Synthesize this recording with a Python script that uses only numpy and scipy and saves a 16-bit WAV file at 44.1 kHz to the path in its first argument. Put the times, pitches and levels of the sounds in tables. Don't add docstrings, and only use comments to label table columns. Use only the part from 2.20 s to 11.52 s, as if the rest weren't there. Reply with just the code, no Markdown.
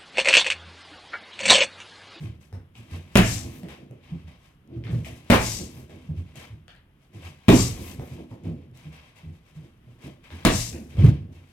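import sys
import numpy as np
from scipy import signal
from scipy.fft import rfft, irfft, next_fast_len
from scipy.io import wavfile
from scipy.ndimage import map_coordinates

SR = 44100
rng = np.random.default_rng(int(sys.argv[2]) if len(sys.argv) > 2 else 0)


def transcribe(u):
    v = np.clip(np.atleast_2d(u).T, -1, 1)
    q = np.round(v * 32767).astype(np.int16)
    wavfile.write(sys.argv[1], SR, q)


def amplitude_ratio(level_db):
    exponent = np.asarray(level_db, float) / 20
    return 10 ** exponent


N = 411004

KICK_TIMES = [
    .9553,
    3.1005,
    5.2836,
    8.2502,
]
# slap in dB, thump in dB, punch in dB, knock in dB, press of the foot in seconds.
KICKS = [
    (-8, -4, -11.5, -17, .06),
    (-7, -4.5, -8, -10, .066),
    (-6.5, -1, -4, -11, 0.046),
    (-7, -7, -6.5, -19, 0.015),
]
# time in seconds, peak in dB, edge in dB, life in seconds.
CONTACTS = [(0.9552, -7, -8, .004), (0.9593, 1.5, -18, .0014), (0.9725, -14, 4, .009),
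            (3.1009, -6, -17.5, .004), (3.105, 1, -15, .002), (3.1145, -15, -16, .003),
            (3.122, -19, -3, .006), (5.2836, -5, -14, .0025), (5.289, -16, -2, .008), (5.301, -18, 0, .008),
            (5.397, -28, -22.5, .002), (8.2504, -6, -6, .008), (8.2525, -17, 1, .006),
            (8.269, -18, -5, .008)]
# time in seconds, peak in dB, note in Hz.
JOLTS = [
    (.9675, -7, 135),
    (3.1125, -5, 130),
    (5.2915, -9, 170),
    (5.3145, -7, 140),
    (5.3235, -5, 230),
    (8.2705, -12, 150),
]
# time in seconds, peak in dB, note in Hz, T60 in seconds.
CREASES = [(.9553, -14, 1010, .012), (.971, -24, 4300, .015), (.973, -19, 2450, .025),
           (.981, -21, 2700, .02), (.997, -22, 2300, .03), (1.008, -23, 3100, .02), (1.017, -20, 1740, .03),
           (1.029, -23, 2100, .035), (1.046, -25, 2350, .03), (3.1005, -16, 930, .015),
           (3.104, -13, 870, .02), (3.113, -22, 3640, .025), (3.116, -20, 2070, .03),
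           (3.121, -20, 1300, .025), (3.13, -20, 2820, .035), (3.134, -19, 2340, .035),
           (3.168, -24, 2400, .03), (3.193, -26, 2200, .03), (5.2836, -13, 1000, .02),
           (5.284, -20, 2030, .015), (5.289, -22, 3670, .02), (5.3, -20, 3670, .03),
           (5.303, -23, 3210, .025), (5.315, -24, 1500, .025), (5.395, -23, 1135, .02),
           (8.2505, -15, 1100, .012), (8.251, -18, 3000, .015), (8.262, -22, 2330, .03),
           (8.266, -21, 4160, .03), (8.274, -23, 2850, .03), (8.286, -22, 1900, .035),
           (8.31, -25, 2650, .03)]
# frequency in Hz, width in Hz, level in dB.
BAG_MODES = [(62, 42, -11), (79, 42, -4), (120.3, 13, -4.5), (170, 29, 0.5), (232.5, 30, -4),
             (306, 13, -3.5)]
# frequency in Hz, width in Hz, level in dB.
PADDING_MODES = [(232, 57, 1), (259, 70, 2.5), (320, 55, 0.3), (417, 80, -9)]
# frequency in Hz, width in Hz, level in dB.
SHELL_MODES = [(505, 78, 2.5), (670, 150, 0), (950, 370, -1.5)]
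# frequency in Hz, level in dB per Hz.
SLAP_COLOUR = [(240, -17.5), (400, -8.5), (588, -4.5), (655, -0.5), (801, -10.5), (1030, -13), (1530, -12),
               (2400, -8.5), (4800, -23), (6150, -27.5), (11200, -30), (16000, -32)]

# crest in seconds, hiss in dB, time to lose 10 dB in seconds, centre in Hz.
SLIDES = [
    (1.1, -31.5, .115, 6890),
    (3.285, -31.5, .14, 6000),
    (5.39, -26, .1, 6800),
    (8.37, -29.5, .12, 6900),
]
# frequency in Hz, level in dB per Hz.
GRAIN_COLOUR = [(1180, -43.5), (2000, -10.5), (3310, -6), (4650, -3), (5630, 0.5), (7310, -1.5), (8190, -3),
                (14500, -16.5), (16000, -33.5)]
# time in seconds, spread in seconds, level in dB, note in Hz.
WHISTLES = [
    (1.08, .022, -38, 7450),
    (5.405, .03, -31, 7430),
    (5.4, .025, -33, 4650),
    (8.35, .03, -37, 8300),
    (3.278, .02, -38, 6800),
]
# time in seconds, spread in seconds, level in dB.
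RETURNS = [
    (1.36, .06, -60),
    (3.58, .06, -63),
    (5.67, 0.067, -52.5),
    (5.86, .05, -64),
]

# time in seconds, peak in dB, joist mode in Hz, plank in dB, T60 in seconds.
ADVANCE = [(0.001, -28, 150, -12, .3), (0.039, -26, 111, -16, 0.25), (0.569, -37, 113.7, -8, 0.28),
           (0.715, -24, 88.4, -13.5, 0.27), (2.49, -40, 125, 2, .3), (2.515, -34, 335, -8, 0.35),
           (2.553, -24.5, 118, -12, 0.23), (2.636, -27, 112, -7, 0.3), (2.685, -25, 170, -9, .18),
           (2.72, -15.5, 119, -15, 0.23), (2.88, -38, 118, -3, .4), (4.942, -33, 104, -6, 0.16),
           (5.04, -33, 88.8, -12.5, 0.21), (6.49, -41, 125, -11, .4), (6.646, -32, 153.3, -12, 0.21),
           (7.03, -34.5, 157.3, -12, 0.25), (7.06, -30, 86, -18, .22), (7.358, -33.5, 157.4, -16, 0.2),
           (7.42, -42, 120, -2, .15), (7.65, -42, 120, -8, .5), (7.832, -34.5, 137, -0.5, 0.2),
           (8.113, -31, 84.7, -10, 0.26)]
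# time in seconds, peak in dB, joist mode in Hz, plank in dB, T60 in seconds.
RETREAT = [(1.239, -32, 89.6, -4, 0.14), (1.599, -43.5, 135, 1, 0.23), (1.691, -36, 120, -10, 0.2),
           (1.913, -23, 166.5, -16.5, 0.16), (2.037, -33.5, 85, -16, 0.16), (3.389, -31, 192, -2, 0.11),
           (3.561, -35.5, 129, -11.5, 0.23), (3.727, -38, 90, -5, 0.13), (3.885, -20.5, 154.7, -20, 0.18),
           (3.965, -22.5, 88, -22, 0.2), (4.155, -42, 125, -1, .2), (4.3, -32, 108.7, -18, 0.18),
           (5.579, -32, 83, -12, 0.32), (5.908, -31, 129, -11, 0.11), (5.977, -38.5, 171, 5, 0.13),
           (6.24, -24, 95.7, -6, 0.28), (6.259, -21, 165, -14, .25), (8.524, -30, 75.4, 0, 0.25),
           (8.778, -8, 100, -17, 0.2), (8.919, -22, 142.3, -18, 0.2), (8.999, -27, 98, -17, 0.25),
           (9.075, -35, 95, -10, .2), (9.16, -40, 88, -12, .25)]
# time in seconds, peak in dB, joist mode in Hz, plank in dB, T60 in seconds.
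HEELS = [
    (0.326, -25.5, 95, -17, 0.26),
    (1.429, -26, 178, -7.5, 0.088),
    (5.784, -24, 135, -12.5, 0.099),
    (6.11, -30, 113, -5, 0.12),
    (8.824, -7, 125, -20, .1),
    (8.8385, 2, 135, -27, 0.07),
    (8.857, -1, 131, -20, 0.11),
    (8.881, -2, 112, -21.5, 0.07),
]
# frequency in Hz, width in Hz, level in dB.
JOIST_MODES = [(69.75, 10, 3), (86.7, 24, 1), (108, 14, -10), (146.9, 25, 0.5)]
# frequency in Hz, width in Hz, level in dB.
PLANK_MODES = [(197, 56.3, 0), (253, 35.2, 3.5), (337.2, 39.7, -1.5), (478, 70, -8), (623, 210, -13)]
# floor rumble in dB, knock in dB, cover rustle in dB, brightness in dB.
ROCKING = [
    (-37, -5, -42, 4),
    (-38, -2, -40, 4),
    (-35, -3, -43, 5),
    (-46, -4, -45, 8),
]
# time in seconds, peak in dB, note in Hz, T60 in seconds.
RAPS = [(.326, -43, 700, .02), (.742, -43, 470, .03), (1.202, -43, 690, .025), (1.244, -44, 720, .025),
        (1.43, -39, 680, .03), (1.588, -46, 520, .04), (1.71, -52, 640, .02), (2.081, -48, 600, .03),
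        (2.826, -45, 550, .03), (2.867, -38, 655, .035), (3.062, -50, 600, .03), (3.569, -53, 4900, .01),
        (3.73, -46, 640, .04), (4.155, -46, 620, .03), (5.024, -43, 540, .03), (5.578, -42, 505, .03),
        (5.795, -29, 175, .035), (5.797, -39, 720, .025), (5.825, -46, 710, .03), (5.902, -45, 500, .025),
        (5.979, -47, 900, .02), (6.005, -48, 610, .03), (6.113, -44, 930, .02), (6.243, -42, 400, .03),
        (6.256, -46, 530, .03), (6.549, -58, 5500, .008), (7.829, -47, 485, .03), (7.88, -43, 590, .035),
        (8.53, -43, 700, .025), (8.769, -41, 850, .02), (8.801, -32, 330, .04), (8.834, -36, 480, .03),
        (8.848, -46, 900, .03), (8.883, -30, 300, .04)]

# start in seconds, level in dB, drag in seconds, brightness in dB.
SCUFFS = [(0, -55, .07, -7), (.205, -62, .02, -3), (.33, -70, .02, -12), (.55, -59, .06, -4),
          (1.484, -51, .05, -10), (2.07, -58, .04, -12), (2.64, -55, .06, -13), (2.846, -51, .04, -1),
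          (2.7, -60, .04, -2), (3.695, -61, .05, -9), (4.155, -49, .08, -6), (4.48, -72, .03, -4),
          (4.93, -60, .03, -6), (6.1, -64, .03, -8), (6.237, -62, .04, -8), (.7, -59, .05, -9),
          (6.545, -62, .07, -4), (6.72, -54.5, .06, -11), (6.958, -58, .04, -7), (1.83, -63, .08, -13),
          (7.345, -64, .03, -8), (8.035, -58, .04, -11), (8.105, -57, .09, -7), (8.7, -60, .04, -8),
          (8.783, -49, .03, -16), (9.12, -63, .06, -7)]
# crest in seconds, level in dB, time to swell 10 dB in seconds, brightness in dB.
SWISHES = [(.74, -51, .04, -8), (.92, -60, .12, -8), (.95, -57, .03, -6), (1.36, -58, .12, -4),
           (1.88, -64, .1, -14), (2, -63, .1, -10), (2.25, -62, .05, -6), (2.55, -64, .05, -17),
           (2.79, -61, .05, -6), (2.97, -61, .04, -4), (7.15, -67, .08, -7), (3.08, -59, .07, -12),
           (3.097, -57, .02, -6), (3.58, -60, .1, -3), (3.86, -62, .1, -10), (3.975, -59, .03, -8),
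           (4.09, -62, .05, -10), (4.83, -68, .05, -6), (5.055, -48, .045, -9), (5.25, -61, .08, -10),
           (5.27, -61, .03, -9), (5.68, -49, .12, -1), (5.92, -55, .15, -5), (6.0, -60, .05, -9),
           (6.26, -65, .05, -14), (6.42, -69, .1, -12), (6.66, -60, .07, -10), (6.88, -61, .1, -12),
           (7.28, -63, .05, -7), (7.46, -66, .07, -8), (7.71, -68, .1, -8), (7.845, -51, .035, -8),
           (8.23, -57, .1, -8), (8.855, -44, .05, -18), (9.3, -65, .08, -5)]
# frequency in Hz, level in dB per Hz.
CLOTH_COLOUR = [(290, -33.5), (500, -4.5), (742, -7.5), (1020, -8.5), (1400, -12), (2300, -5), (3200, -9.5),
                (4200, -16.5), (6000, -25), (7800, -49.5), (13200, -120)]
# frequency in Hz, level in dB per Hz.
SHEEN_COLOUR = [(2350, -32.5), (4000, -5.5), (4340, -9), (6860, -6), (11400, -10.5), (16000, -19.5)]
# time in seconds, peak in dB, knock in dB, edge in dB.
TICKS = [(0.3279, -51, 14, -35), (0.5537, -39, -13, -18), (1.433, -39, 0, -7), (1.4858, -33, -8, -15),
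         (1.711, -57, 15, 2), (2.6389, -34, -12.5, -31), (2.6694, -33.5, -12.5, -46),
         (2.8469, -31, -13.5, -17), (3.5683, -62, 15, 6), (3.696, -44, 3, -28), (4.1573, -44, -39, 4),
         (4.481, -35, -30, -11), (4.5516, -43, -22.5, -11), (5.7963, -55, 23, -20), (6.114, -56, 15.5, -20),
         (6.5738, -49, -22.5, 3), (7.8082, -48, -12.5, -18), (8.0409, -40, -15, -25),
         (8.1043, -34, -14, -25), (8.5302, -36, -6.5, -12.5), (8.7699, -40, 8, -41)]
# time in seconds, peak in dB.
SNAPS = [(.07, -56), (1.711, -54), (2.695, -56), (2.847, -46), (2.933, -51), (3.569, -56), (4.157, -45),
         (4.165, -50), (4.492, -52), (4.563, -56), (6.574, -48), (2.036, -60), (2.234, -54), (2.476, -56),
         (6.237, -55), (6.357, -58), (6.376, -61), (6.514, -59), (6.728, -53), (7.8, -58), (1.43, -50),
         (1.487, -46), (8.77, -50), (8.041, -53), (6.958, -57)]
# frequency in Hz, width in Hz, level in dB.
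TAP_MODES = [(310, 260, 2), (560, 212, 2.5), (833, 204, -7.5)]

# frequency in Hz, level in dB per Hz.
QUIET_COLOUR = [(15, -43.5), (25, -7.5), (59, -0.5), (127, -1), (344, -13.5), (405, -17), (754, -24),
                (1260, -24), (2410, -29), (3080, -27), (4140, -41), (7510, -48.5), (11900, -40.5),
                (16000, -52.5)]
# frequency in Hz, T60 in seconds.
ROOM_T60 = [(35, .45), (70, 0.8), (200, 0.24), (500, 0.32), (2000, 0.37), (5000, 0.28), (12000, 0.23)]
# frequency in Hz, left-right correlation.
LIKENESS = [(30, .84), (70, 0.985), (290, 0.98), (640, 0.6), (1400, .3), (15000, 0.1)]
# frequency in Hz, left minus right in dB.
PORT_DB = [(60, -1), (130, -1.0), (290, -1.8), (640, -2.2), (1410, 3.2), (3100, 5), (6820, 9.5), (15000, 7)]
# frequency in Hz, lead of the left port in radians.
PORT_LEAD = [(60, 0), (140, .22), (280, .42), (560, 1.1), (1600, 1.2), (4400, 1.7)]

DRUM_HZ, THUMP_LOW_HZ = 192, 28
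JOLT_T60_S, CONTACT_EDGE_WET_DB = .03, -6
SLIDE_RISE, SAG_HZ_PER_DB = .65, 50
SOLE_S, HEEL_S, HEEL_MURMUR_DB = .013, .006, -5
MURMUR_DB, MURMUR_DELAY_S, MURMUR_RISE_S, MURMUR_HOLD_S = -15, .025, .03, .02
MURMUR_LASTS, RATTLE_LASTS = 2.4, 2.2
ROCK_DELAY_S, ROCK_RUMBLE_DB_PER_S = .13, 30
ROCK_RUSTLE_DB_PER_S, ROCK_SHEEN_DB_PER_S = 75, 90
SCUFF_ATTACK_S, RUSTLE_DB_PER_S = .008, 150
EDGE_WET, SHEEN_HOLDS = .5, .55
WALLS_S, WALLS_DB = .06, -6
QUIET_DB = -52
TOP_HZ = 15900


def unit(x):
    return x / np.sqrt(np.mean(x ** 2) + 1e-20)


def peak(x):
    return x / np.abs(x).max()


def along(points, hz):
    f, v = np.transpose(points)
    return np.interp(np.log(hz + 1), np.log(f + 1), v)


def wobble(rate, size=N):
    coarse = np.arange(0, size + 32, 32)
    knots = rng.standard_normal(int(size * rate / SR) + 4)
    return np.interp(np.arange(size), coarse, map_coordinates(knots, [coarse * rate / SR]))


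def filtered(x, response):
    m = next_fast_len(x.shape[-1] + 8192)
    return irfft(rfft(x, m) * response(np.fft.rfftfreq(m, 1 / SR)), m)[..., :x.shape[-1]]


def modes(table):
    def response(f):
        total = 0
        for k, (centre, width, db) in enumerate(table):
            damping = 1j * f * width
            total = total + (-1) ** k * amplitude_ratio(db) * damping / (centre * centre - f * f + damping)
        return total
    return response


def colour(spectrum):
    return lambda hz: amplitude_ratio(along(spectrum, hz))


def causal(spectrum):
    def response(hz):
        cepstrum = irfft(np.log(amplitude_ratio(along(spectrum, hz)) + 1e-6))
        half = len(cepstrum) // 2
        fold = np.r_[1, np.full(half - 1, 2), 1, np.zeros(len(cepstrum) - half - 1)]
        return np.exp(rfft(cepstrum * fold))
    return response


def walls(response):
    echo = amplitude_ratio(-60 * np.arange(SR // 10) / SR / WALLS_S) * rng.standard_normal(SR // 10)
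    echo = amplitude_ratio(WALLS_DB) * echo / np.linalg.norm(echo)
    return lambda hz: response(hz) * np.abs(1 + rfft(echo, 2 * len(hz) - 1))


def diffuse(pair, response=lambda hz: 1):
    def spread(hz):
        turn = np.arccos(np.clip(along(LIKENESS, hz), -1, 1)) / 2
        return response(hz) * np.array([np.cos(turn), np.sin(turn)])
    mid, side = filtered(pair, spread)
    return np.array([mid + side, mid - side])


def noise(response, grain_db=0):
    white = rng.standard_normal((2, N)) * amplitude_ratio(grain_db * (.4 * wobble(40) + wobble(220)))
    return unit(diffuse(white, response))


def add(x, part, start):
    room = min(part.shape[1], x.shape[1] - start)
    x[:, start:start + room] += part[:, :room]
    return x


def place(x, s, direct, wet_db):
    hz, t, z = signal.stft(rng.standard_normal((2, SR // 2)), SR, nperseg=512)
    tail = signal.istft(z * amplitude_ratio(-60 * t / along(ROOM_T60, hz)[:, None]), SR, nperseg=512)[1]
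    build_up = 1 - np.exp(-np.arange(tail.shape[1]) / SR / 0.0089)
    tail = diffuse(tail * build_up)
    tail = tail / np.linalg.norm(tail[0])
    heard = amplitude_ratio(wet_db) * signal.fftconvolve(np.atleast_2d(direct)[:1], tail, axes=1)
    heard[:, :direct.shape[-1]] += direct
    return add(x, heard, round(s * SR))


def crack(n, life, step=1):
    wake = 0.25 * amplitude_ratio(-60 * np.arange(n) / SR / life) * rng.standard_normal(n)
    return wake - step * (np.arange(n) == 0)


def rings(table, wet_db):
    dry, t = np.zeros((1, N)), np.arange(SR // 16) / SR
    for s, db, hz, t60 in table:
        rough = 1 + .3 * wobble(400, size=len(t))
        envelope = amplitude_ratio(db - 60 * t / t60) * (1 - np.exp(-t / .0004))
        note = -envelope * rough * np.sin(2 * np.pi * hz * t)
        dry = add(dry, note[None], round(s * SR))
    return place(np.zeros((2, N)), 0, dry, wet_db)


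def strokes(s, db, rise, hold, fall):
    column = lambda v: np.reshape(v, (-1, 1))
    late = np.arange(0, N / SR + .002, .001) - column(s)
    level = column(db) + 10 * np.minimum(late, 0) / column(rise)
    level = level - column(fall) * np.maximum(late - column(hold), 0)
    envelope = np.sqrt(np.sum(amplitude_ratio(level) ** 2, axis=0))
    return np.interp(np.arange(N) / SR * 1000, np.arange(late.shape[1]), envelope)


def kicks():
    out, t = np.zeros((2, N)), np.arange(SR // 3) / SR
    push = -t / .0009 * np.exp(-t / 0.00095)

    def held(press, life):
        lumps = amplitude_ratio(4.8 * wobble(130.2, size=len(t))) * diffuse(rng.standard_normal((2, len(t))))
        return (1 - np.exp(-t / .003)) * amplitude_ratio(-60 * np.maximum(t - press, 0) / life - 64 * t) * lumps

    for s, (slap_db, thump_db, punch_db, knock_db, press) in zip(KICK_TIMES, KICKS):
        bag = peak(filtered(push, modes(BAG_MODES)))
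        drum = peak(filtered(push, modes([(DRUM_HZ, 30, 0)])))
        shove = peak(filtered(push, modes([(210, 1200, 0)])))
        thump = peak(.6 * bag + .48 * drum + .9 * shove)
        thump = filtered(thump, lambda f: (1j * f / (THUMP_LOW_HZ + 1j * f)) ** 2)
        out = place(out, s, amplitude_ratio(thump_db + 1.5) * thump, wet_db=-2.5)
        punch = peak(filtered(held(press, .12), modes(PADDING_MODES)))
        knock = peak(filtered(held(press, .13), modes(SHELL_MODES)))
        crease = peak(filtered(held(press, .1) * amplitude_ratio(-100 * t), causal(SLAP_COLOUR)))
        blow = amplitude_ratio(punch_db - 1.5) * punch + amplitude_ratio(knock_db + 1.5) * knock + amplitude_ratio(slap_db - 5) * crease
        out = place(out, s, blow, wet_db=-6)
    return out + contacts() + rings([(*row, JOLT_T60_S) for row in JOLTS], wet_db=-4)


def contacts():
    out = np.zeros((2, N))
    for s, db, edge_db, life in CONTACTS:
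        step = np.clip(.0012 / life, 0, 1)
        body = peak(filtered(crack(SR // 40, life, step), causal(SLAP_COLOUR)))
        edge = peak(filtered(crack(SR // 40, life, step), causal(SHEEN_COLOUR)))
        out = place(out, s, amplitude_ratio(db) * (body + amplitude_ratio(edge_db + CONTACT_EDGE_WET_DB) * edge), wet_db=1.5)
        out = add(out, amplitude_ratio(db + edge_db - 4) * edge[None], round(s * SR))
    return out


def filling():
    t, slide, high = np.arange(N) / SR, np.zeros(N), np.zeros(N)
    for kick, (s, db, length, centre_hz) in zip(KICK_TIMES, SLIDES):
        loss_db = 10 * np.abs((t - s) / np.where(t < s, SLIDE_RISE * length, length)) ** 1.95
        slide += (t > kick) * amplitude_ratio(db - 1.5 - loss_db)
        high += np.clip((centre_hz - SAG_HZ_PER_DB * loss_db - 4500) / 3500, 0, 1)
    low_crest, high_crest = noise(modes([(4650, 440, 0)])), noise(modes([(7400, 390, 0)]))
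    crest = np.sqrt(1 - high) * low_crest + np.sqrt(high) * high_crest
    return slide * unit(noise(walls(colour(GRAIN_COLOUR)), grain_db=1.3) + 0.4 * crest)


def whistles():
    out, t = np.zeros((2, N)), np.arange(SR // 5) / SR - .1
    for s, spread, db, hz in WHISTLES:
        note = np.array([wobble(260, size=len(t)) * np.sin(2 * np.pi * hz * t + turn) for turn in (0, 1)])
        out = add(out, amplitude_ratio(db) * np.exp(-(t / spread) ** 2) * note, round((s + t[0]) * SR))
    return out


def settling():
    t = np.arange(N) / SR
    swell = sum(amplitude_ratio(db) * np.exp(-((t - s) / spread) ** 2) for s, spread, db in RETURNS)
    fine = modes([(12500, 5000, 0)])
    return swell * noise(lambda hz: fine(hz) ** 2)


def steps():
    out, t = np.zeros((2, N)), np.arange(SR // 3) / SR
    joists, planks = modes(JOIST_MODES), modes(PLANK_MODES)
    floor = lambda f: np.array([joists(f), planks(f) / (1 + 1j * f / 700) ** 2])
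    falls = [(*row, SOLE_S) for row in ADVANCE + RETREAT] + [(*row, HEEL_S) for row in HEELS]
    for s, db, hz, plank_db, t60, landing in falls:
        swell = peak((1 - np.exp(-t / landing)) ** 2 * amplitude_ratio(-60 * t / t60))
        others, wood = filtered(swell * rng.standard_normal((2, len(t))), floor)
        fall = -swell * np.sin(2 * np.pi * hz * t) + 0.12 * peak(others) + amplitude_ratio(plank_db - .6) * peak(wood)
        out = add(out, amplitude_ratio(db - 3.5) * np.array([fall, fall]), round(s * SR))
    return out


def boards():
    s, db, _, plank_db, t60 = np.transpose(ADVANCE + RETREAT + HEELS)
    db[-len(HEELS):] += HEEL_MURMUR_DB
    rock_db, knock_db = np.transpose(ROCKING)[:2]

    def stir(level, lasts):
        fall = 60 / (lasts * t60)
        return strokes(s + MURMUR_DELAY_S, level + MURMUR_DB, MURMUR_RISE_S, MURMUR_HOLD_S, fall)

    def rock(level):
        return strokes(np.add(KICK_TIMES, ROCK_DELAY_S), level - 5, .03, 0, ROCK_RUMBLE_DB_PER_S)

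    joists, planks = modes(JOIST_MODES), modes(PLANK_MODES)
    rumble = noise(lambda hz: joists(hz) * hz ** 2 / (hz ** 2 + 45 ** 2) / (1 + (hz / 220) ** 4))
    rattle = noise(lambda hz: planks(hz) * hz ** 2 / (hz ** 2 + 170 ** 2) / (1 + (hz / 650) ** 4), grain_db=1)
    low = (stir(db, MURMUR_LASTS) + rock(rock_db)) * rumble
    return low + (stir(db + plank_db + 5.5, RATTLE_LASTS) + rock(rock_db + knock_db + 4)) * rattle


def rustle():
    start, scuff_db, drag, scuff_bright = np.transpose(SCUFFS)
    crest, swish_db, swell, swish_bright = np.transpose(SWISHES)
    cover_db, cover_bright = np.transpose(ROCKING)[2:]

    def stroke(share, fade):
        scuff = strokes(start + SCUFF_ATTACK_S, scuff_db + share * (scuff_bright + 1.5), SCUFF_ATTACK_S,
                        drag * SHEEN_HOLDS ** share, RUSTLE_DB_PER_S)
        swish = strokes(crest, swish_db + share * swish_bright, swell, .02, RUSTLE_DB_PER_S)
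        cover = strokes(np.add(KICK_TIMES, ROCK_DELAY_S), cover_db + share * cover_bright, .03, 0, fade)
        return scuff + swish + cover

    dull = stroke(0, ROCK_RUSTLE_DB_PER_S) * noise(walls(colour(CLOTH_COLOUR)), grain_db=1.2)
    bright = stroke(1, ROCK_SHEEN_DB_PER_S) * noise(walls(colour(SHEEN_COLOUR)), grain_db=1.5)
    return amplitude_ratio(.4) * (dull + amplitude_ratio(-2.6) * bright)


def ticks():
    out = np.zeros((2, N))
    dry_snap = lambda hz: causal(CLOTH_COLOUR)(hz) * modes([(2000, 3200, 0)])(hz)
    responses = (dry_snap, modes(TAP_MODES), causal(SHEEN_COLOUR))
    for s, db, knock_db, edge_db in TICKS:
        body, wood, edge = (peak(filtered(crack(SR // 20, 0.006), r)) for r in responses)
        tick = body + amplitude_ratio(knock_db + 1) * wood + EDGE_WET * amplitude_ratio(edge_db) * edge
        out = place(out, s, amplitude_ratio(db - 1.5) * tick, wet_db=5)
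        out = add(out, amplitude_ratio(db + edge_db - 3) * edge[None], round(s * SR))
    for s, db in SNAPS:
        snap = peak(filtered(crack(SR // 100, .004), causal(SHEEN_COLOUR)))
        out = add(out, amplitude_ratio(db) * snap[None], round(s * SR))
    return out


def quiet():
    return amplitude_ratio(QUIET_DB - 7 + .8 * wobble(2.1)) * noise(colour(QUIET_COLOUR))


def scene():
    bag = kicks() + rings(CREASES, wet_db=-3) + filling() + whistles() + settling()
    floor = steps() + boards() + rings(RAPS, wet_db=0)
    return bag + floor + rustle() + ticks() + quiet()


def top_cut(x):
    return signal.sosfilt(signal.butter(12, 17030, fs=SR, output="sos"), x)


def record(dry):
    sides = np.array([[.5], [-.5]])
    x = filtered(dry, lambda hz: amplitude_ratio(along(PORT_DB, hz) * sides) * np.exp(1j * along(PORT_LEAD, hz) * sides))
    x = x / (1 + np.abs(x / 0.88) ** 4) ** (1 / 4)
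    mix = filtered(x, lambda hz: hz < TOP_HZ)
    return top_cut(mix)


dry = scene()
out = record(dry)
transcribe(out)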